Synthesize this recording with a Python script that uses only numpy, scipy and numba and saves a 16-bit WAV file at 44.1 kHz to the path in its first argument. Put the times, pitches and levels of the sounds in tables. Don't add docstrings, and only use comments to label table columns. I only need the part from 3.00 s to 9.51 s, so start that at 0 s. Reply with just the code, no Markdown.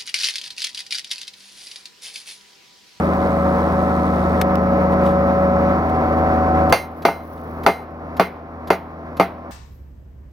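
import sys
import numpy as np
from scipy import signal
from scipy.fft import rfft, irfft
from scipy.io import wavfile
from scipy.ndimage import uniform_filter1d
from numba import njit

SR = 44100
rng = np.random.default_rng(int(sys.argv[2]) if len(sys.argv) > 2 else 0)


def waveform_to_disk(signal):
    frames = np.transpose(np.atleast_2d(signal))
    scaled = np.clip(frames, -1, 1) * 32767
    samples = np.round(scaled).astype(np.int16)
    wavfile.write(sys.argv[1], SR, samples)


N = 287091
T = np.arange(N) / SR
RING_T = T[:SR]


def undb(db):
    return 10 ** (np.asarray(db) / 20)


def curves(table):
    times, *columns = np.transpose(table)
    return [np.interp(T, times, column) for column in columns]


def fade(t, t60):
    return np.exp(-np.log(1000) * t / t60)


def swell(hz, cycles=0.18):
    return 1 - np.exp(-hz * RING_T / cycles)


def across(hz, table):
    table = np.array(table)
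    return np.interp(np.log(hz + 1), np.log(table[:, 0]), table[:, 1])


def tint(x, colour):
    gain = undb(across(np.fft.rfftfreq(len(x), 1 / SR), colour))
    return irfft(rfft(x) * gain, len(x)) / np.sqrt(np.mean(gain ** 2))


def noise(colour, size):
    return tint(rng.standard_normal(size), colour)


def edge(x, kind, hz, order):
    return signal.sosfilt(signal.butter(order, hz, kind, fs=SR, output="sos"), x)


def walk(rate_hz):
    width = int(SR / rate_hz)
    steps = np.repeat(rng.standard_normal(N // width + 1), width)
    return 1.32 * uniform_filter1d(uniform_filter1d(steps, width), width)[:N]


def stereo(mid, side=0, pan_db=0):
    return np.array([(mid + side) * undb(pan_db / 2), (mid - side) * undb(-pan_db / 2)])


def add(out, at_s, sound):
    start = int(at_s * SR)
    out[:, start:start + sound.shape[1]] += sound[:, :out.shape[1] - start]


def power(x):
    smoothed = uniform_filter1d(np.mean(x ** 2, axis=0), size=440, origin=130, mode="constant")
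    return np.abs(smoothed) + 1e-12


def ring(modes, scatter_db, detune=0):
    hz, db, t60 = np.transpose(modes)[:, :, None]
    size, pitch = rng.standard_normal((2, len(modes), 1))
    waves = np.sin(2 * np.pi * (hz * (1 + detune * pitch) * RING_T + rng.random((len(modes), 1))))
    return np.sum(undb(db + scatter_db * size) * swell(hz) * fade(RING_T, t60) * waves, axis=0)


def shaft_tone(angle, order, db, waver_db):
    amplitude = np.sqrt(2) * undb(db + waver_db * walk(11))
    return amplitude * np.sin(order * angle + 2 * np.pi * rng.random())


def breeze():
    colour = [(10, -19), (30, 0.5), (70, -12), (300, -28), (2000, -65)]
    return np.array([undb(-46 + 2 * walk(4)) * noise(colour, N) for _ in range(2)])


# f/Hz, density/dB
CLATTER_SPECTRUM = [(25, -25.5), (45, -6.5), (130, -2.5), (290, 1), (430, 0.5), (660, 1.5), (850, -2.5),
                    (1200, -2.5), (1600, -12), (2100, -17), (3000, -33), (5500, -39.5), (7800, -53.5),
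                    (12000, -46.5), (16000, -46)]

def clatter(angle, effort_db):
    throb = 1 + 0.074 * np.sin(3 * angle) + 0.018 * np.sin(angle)
    gain = undb(-20.5 + 0.25 * effort_db + 0.84 * walk(35))
    side = undb(-6.5) * edge(noise(CLATTER_SPECTRUM, N), "high", hz=1100, order=1)
    return gain * throb * stereo(noise(CLATTER_SPECTRUM, N), side)


# shaft order, level/dB
EXHAUST_TONES = [(1.5, -23), (2, -21), (3, 1.5), (4, -21), (6, -3.5), (9, -0.5), (10, -13), (10.5, -7.5),
                 (12, -5), (25, -7), (39, -7.5)]

def exhaust(angle, effort_db):
    return sum(shaft_tone(angle, order, db - 27.5 + effort_db, waver_db=0.43)
               for order, db in EXHAUST_TONES)


# t/s, level/dB
WHINE_LEVEL = [(0, -25.5), (.8, -22), (1.35, -25), (1.6, -21.5), (2.68, -17.5), (2.85, -27), (3.1, -27.5),
               (3.3, -24), (3.9, -25)]
# shaft order, full-load level/dB, no-load loss/dB, effort slope/(dB/dB)
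PUMP_TONES = [(7, -19, 16.5, -1.5), (28, -29, -0.5, 2.72), (49, -31, 6, 1), (56, -57.5, -5.5, 4.5)]

def pump(angle, load, effort_db):
    whine_db, = curves(WHINE_LEVEL)
    out = shaft_tone(angle, order=21, db=whine_db, waver_db=2)
    for order, db, loss_db, slope in PUMP_TONES:
        out += shaft_tone(angle, order, db - loss_db * (1 - load) + slope * effort_db, waver_db=0.2)
    return out


# t/s, pump load/0-1
BOOM_LOAD = [(0, 0.78), (1.35, .87), (1.6, 1), (2.7, 0.95), (2.85, .35), (3.05, .12), (3.35, 0.54),
             (3.65, 0.44), (3.9, .25)]
# t/s, level/dB
DIESEL_EFFORT = [(0, 0), (.95, 1), (1.7, 0.46), (2.7, 1.5), (3.0, 1.8), (3.6, 3.7), (3.9, 2)]

def excavator(idle_hz=26.85, sag_hz=0.32, running_hz=27.05, relief_s=0.26, relief_db=-6.5):
    load, = curves(BOOM_LOAD)
    effort_db, = curves(DIESEL_EFFORT)
    running = np.clip((T - PISTON_BLOWS[0][0]) / relief_s, 0, 1)
    shaft_hz = (1 - running) * (idle_hz - sag_hz * load) + running * running_hz
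    angle = 2 * np.pi * np.cumsum(shaft_hz * (1 + 0.00088 * walk(9))) / SR
    tones = exhaust(angle, effort_db) + undb(relief_db * running) * pump(angle, load, effort_db)
    left, right = tones + clatter(angle, effort_db)
    return np.array([np.roll(left, 8), right])


def valve_chatter(tick_hz=87, wander=0.007, level_db=-29.5):
    rate_hz = tick_hz * (1 + wander * walk(6))
    cycles = np.cumsum(rate_hz) / SR
    ticks = np.diff(np.floor(cycles), prepend=0) * undb(0.29 * walk(42))
    hiss = undb(-13) * fade(cycles % 1 / rate_hz, t60=0.021) * rng.standard_normal((2, N))
    colour = [(1000, -20), (2500, -8), (3600, -1), (5500, -7.5), (7500, -13), (9000, -9),
              (11000, -17), (16000, -13)]
    buzz = np.array([tint(ticks + port, colour) for port in hiss])
    return undb(level_db) * (T < SNAPS[0][0]) * buzz


def grit(peak_per_s=700, peak_s=4.2, spread_s=0.3, level_db=-54):
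    per_s = peak_per_s * (T > PISTON_BLOWS[0][0]) * np.exp(-0.5 * ((T - peak_s) / spread_s) ** 2)
    landings = rng.random(N) < per_s / SR
    grains = landings * undb(np.minimum(2.5 * rng.exponential(size=N), 8))
    ticks = signal.fftconvolve(grains, fade(RING_T, t60=0.039))[:N] * rng.standard_normal((2, N))
    colour = [(1000, -13.5), (3500, -6), (6000, -7.5), (7600, -23), (10000, -5), (16000, 1)]
    return undb(level_db) * np.array([tint(port, colour) for port in ticks])


# t/s, level/dB, rise/s, t60/s, left minus right/dB
SNAPS = [(1.4154, -14.5, 0.0011, 0.024, 10), (1.556, -32, 0.00018, 0.0048, -27),
         (1.93, -44, .008, 0.065, -4), (2.067, -40, 0.034, 0.34, -4.5), (2.895, -44.5, 0.0045, 0.077, -11),
         (4.375, -38, .004, 0.17, 0)]
# f/Hz, density/dB
SNAP_SPECTRUM = [(150, -38.5), (700, -4.5), (1400, 3), (4000, -8.5), (7500, -18.5), (12000, -16.5),
                 (16000, -22)]

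def stone_snaps():
    out = 0
    for at_s, db, rise_s, t60, pan_db in SNAPS:
        envelope = np.exp(np.minimum(T - at_s, 0) / rise_s) * fade(np.maximum(T - at_s, 0), t60)
        snap = undb(db + 2.5 * walk(900)) * envelope * noise(SNAP_SPECTRUM, N)
        out += stereo(snap, pan_db=pan_db)
    return out


def valve_tick():
    colour = [(300, -29), (1000, 11.5), (2800, 2), (4100, 1.5), (5200, -1.5), (9000, -14.5),
              (12000, 1), (16000, -20)]
    return stereo(noise(colour, SR) * fade(RING_T, t60=0.06) * (1 - fade(RING_T, t60=0.025)))


# f/Hz, density/dB, t60/s
BURST_BANDS = [(40, -26, .2), (110, -8.5, 0.2), (202, -8, 0.082), (440, 2.5, 0.14), (810, 5, 0.11),
               (1150, -1.5, 0.13), (1630, -11.5, 0.2), (2100, -10.5, 0.22), (3150, -23.5, 0.21),
               (5140, -29, 0.17), (7800, -58, .12), (10536, -37, 0.18), (16000, -37, 0.23)]

def burst(tail_db=-23, tail_t60=1.0):
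    log_hz = np.log(np.fft.rfftfreq(SR, 1 / SR) + 1)
    spectrum = rfft(noise(BURST_BANDS, SR))
    centres_hz, _, t60s = np.transpose(BURST_BANDS)
    out = 0
    for share, hz, t60 in zip(np.eye(len(BURST_BANDS)), centres_hz, t60s):
        band = irfft(spectrum * np.interp(log_hz, np.log(centres_hz), share))
        tail = undb(tail_db) * fade(RING_T, tail_t60 / (1 + hz / 9000))
        out += band * swell(hz) * np.hypot(fade(RING_T, t60), tail)
    return out


# f/Hz, density/dB
CRACK_SPECTRUM = [(150, -25.5), (700, 12.5), (2000, 10), (4000, -10.5), (7500, -26), (16000, -8.5)]

def tip_crack():
    return fade(RING_T, t60=0.015) * noise(CRACK_SPECTRUM, SR)


# f/Hz, level/dB, t60/s
BODY_MODES = [(185, -6, .22), (294, -9, .14), (388, -6, .15), (438, -4.5, .14), (585, -7, .09),
              (675, -1, .18), (778, -1, .13), (840, -5, .11), (925, -4, .12), (1220, -6, .1),
              (1350, -13, .17), (1492, -12, .17)]

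def body_bark():
    return ring(BODY_MODES, scatter_db=1, detune=0.005)


def recoil():
    modes = undb(-20.5) * ring(BODY_MODES, scatter_db=-2, detune=0.011)
    thud = undb(-22) * fade(RING_T, t60=0.052) * swell(600) * noise(CLATTER_SPECTRUM, SR)
    return stereo(edge(modes + thud, "low", hz=2200, order=2))


def casing_modes(count=40, t60=0.31):
    colour = [(2800, -21.5), (6300, -20.5), (7600, -45), (9600, -24), (16000, -26)]
    hz = np.linspace(2900, 15500, count) + rng.uniform(-150, 150, count)
    return np.column_stack([hz, across(hz, colour), np.full(count, t60)])


# f/Hz, level/dB, t60/s
CHISEL_MODES = [(2099, 1.5, .32), (2112, -7, .2), (2374, -3, .1), (2595, -9, .14), (2755, -8, .16),
                (3312, -16, .2), (3530, -9, .13), (4045, -13, .38), (4480, -7, .17), (4764, -7, .16),
                (5766, -18, .21), (6029, -14, .15), (6128, -16, .18), (7036, -21, .2), (7241, -28, .17),
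                (8145, -25, .3), (8527, -26, .2), (9570, -23, .2), (9666, -19, .22), (9932, -27, .22),
                (10370, -23, .25), (10590, -26, .36), (10980, -20, .3), (11460, -25, .42),
                (11710, -26, .22), (12160, -23, .32), (12630, -26, .26), (13115, -25, .7),
                (13720, -29, .35), (14540, -20, .18)]

def steel_ring(casing, free_s, press_s=0.03, press_db=-12):
    damping = undb(press_db * np.clip((RING_T - free_s) / press_s, 0, 1))
    mid, side = (ring(CHISEL_MODES, scatter_db=2) for _ in range(2))
    return damping * (stereo(mid, undb(-12) * side) + ring(casing, scatter_db=3))


def blow(casing, body_db, steel_db, crack_db, free_s, recoil_s, recoil_db):
    mid, side = burst(), edge(burst(), "high", hz=890, order=1)
    dense = undb(-8.5) * stereo(mid, undb(-6.5) * side)
    crack = undb(crack_db - 18) * tip_crack()
    bark = undb(body_db - 18) * body_bark()
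    steel = undb(steel_db - 20.5) * steel_ring(casing, free_s)
    out = dense + steel + stereo(bark + crack)
    add(out, recoil_s, undb(recoil_db) * recoil())
    out = edge(out, "high", hz=115, order=2)
    return out / np.sqrt(power(out).max())


# t/s, level/dB, body/dB, steel/dB, crack/dB, valve/dB, free ring/s, recoil delay/s, recoil/dB
PISTON_BLOWS = [(3.7251, 9.5, -8, -2.5, 7, -28, 0.13, 0.019, -16),
                (4.0515, 10, 5, -6, -11, -19, .19, .031, 5),
                (4.6638, 10, 5.5, -7, -14, -21, 0.17, .022, 1.5),
                (5.197, 11.5, 4.5, -11, -9, -18.5, 0.08, 0.015, -10),
                (5.7034, 10, 5.5, -6.5, -18, -18.5, 0.045, 0.027, -5.5),
                (6.1983, 10, 7.5, -9.5, -29, -19, 0.048, 0.026, -4)]

def breaker(stroke_s=0.031):
    casing = casing_modes()
    out = np.zeros((2, N))
    for at_s, db, body_db, steel_db, crack_db, valve_db, free_s, recoil_s, recoil_db in PISTON_BLOWS:
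        add(out, at_s - stroke_s, undb(valve_db) * valve_tick())
        add(out, at_s, undb(db) * blow(casing, body_db, steel_db, crack_db, free_s, recoil_s, recoil_db))
    return out


def scene():
    return excavator() + valve_chatter() + stone_snaps() + breaker() + grit() + breeze()


@njit
def duck(over_db, hold_s, release_db_per_s):
    out, cut_db, wait_s = np.empty(len(over_db)), 0., 0.
    for i in range(len(over_db)):
        wait_s -= 1 / SR
        if over_db[i] > cut_db:
            cut_db, wait_s = over_db[i], hold_s
        elif wait_s < 0:
            cut_db = max(cut_db - release_db_per_s / SR, 0.)
        out[i] = cut_db
    return out


# f/Hz, left minus right/dB
PORT_BALANCE = [(100, 1.2), (700, 0.2), (1200, 2), (1700, -2.5), (2400, -4), (3300, -3.5), (6500, -1.5),
                (15000, -1)]
THRESHOLD_DB, CUTOFF_HZ = -8, 15900

def record(dry):
    pan_db = across(np.fft.rfftfreq(N, 1 / SR), PORT_BALANCE)
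    heard = irfft(rfft(dry) * stereo(0.86, pan_db=pan_db), N)
    over_db = 10 * np.log10(power(heard)) - THRESHOLD_DB
    ducked = heard * undb(-duck(over_db, hold_s=0.24, release_db_per_s=19.7))
    lowpass = signal.ellip(8, 0.2, 70, CUTOFF_HZ, fs=SR, output="sos")
    return signal.sosfilt(lowpass, np.clip(ducked, -1, 1))


dry = scene()
out = record(dry)
waveform_to_disk(out)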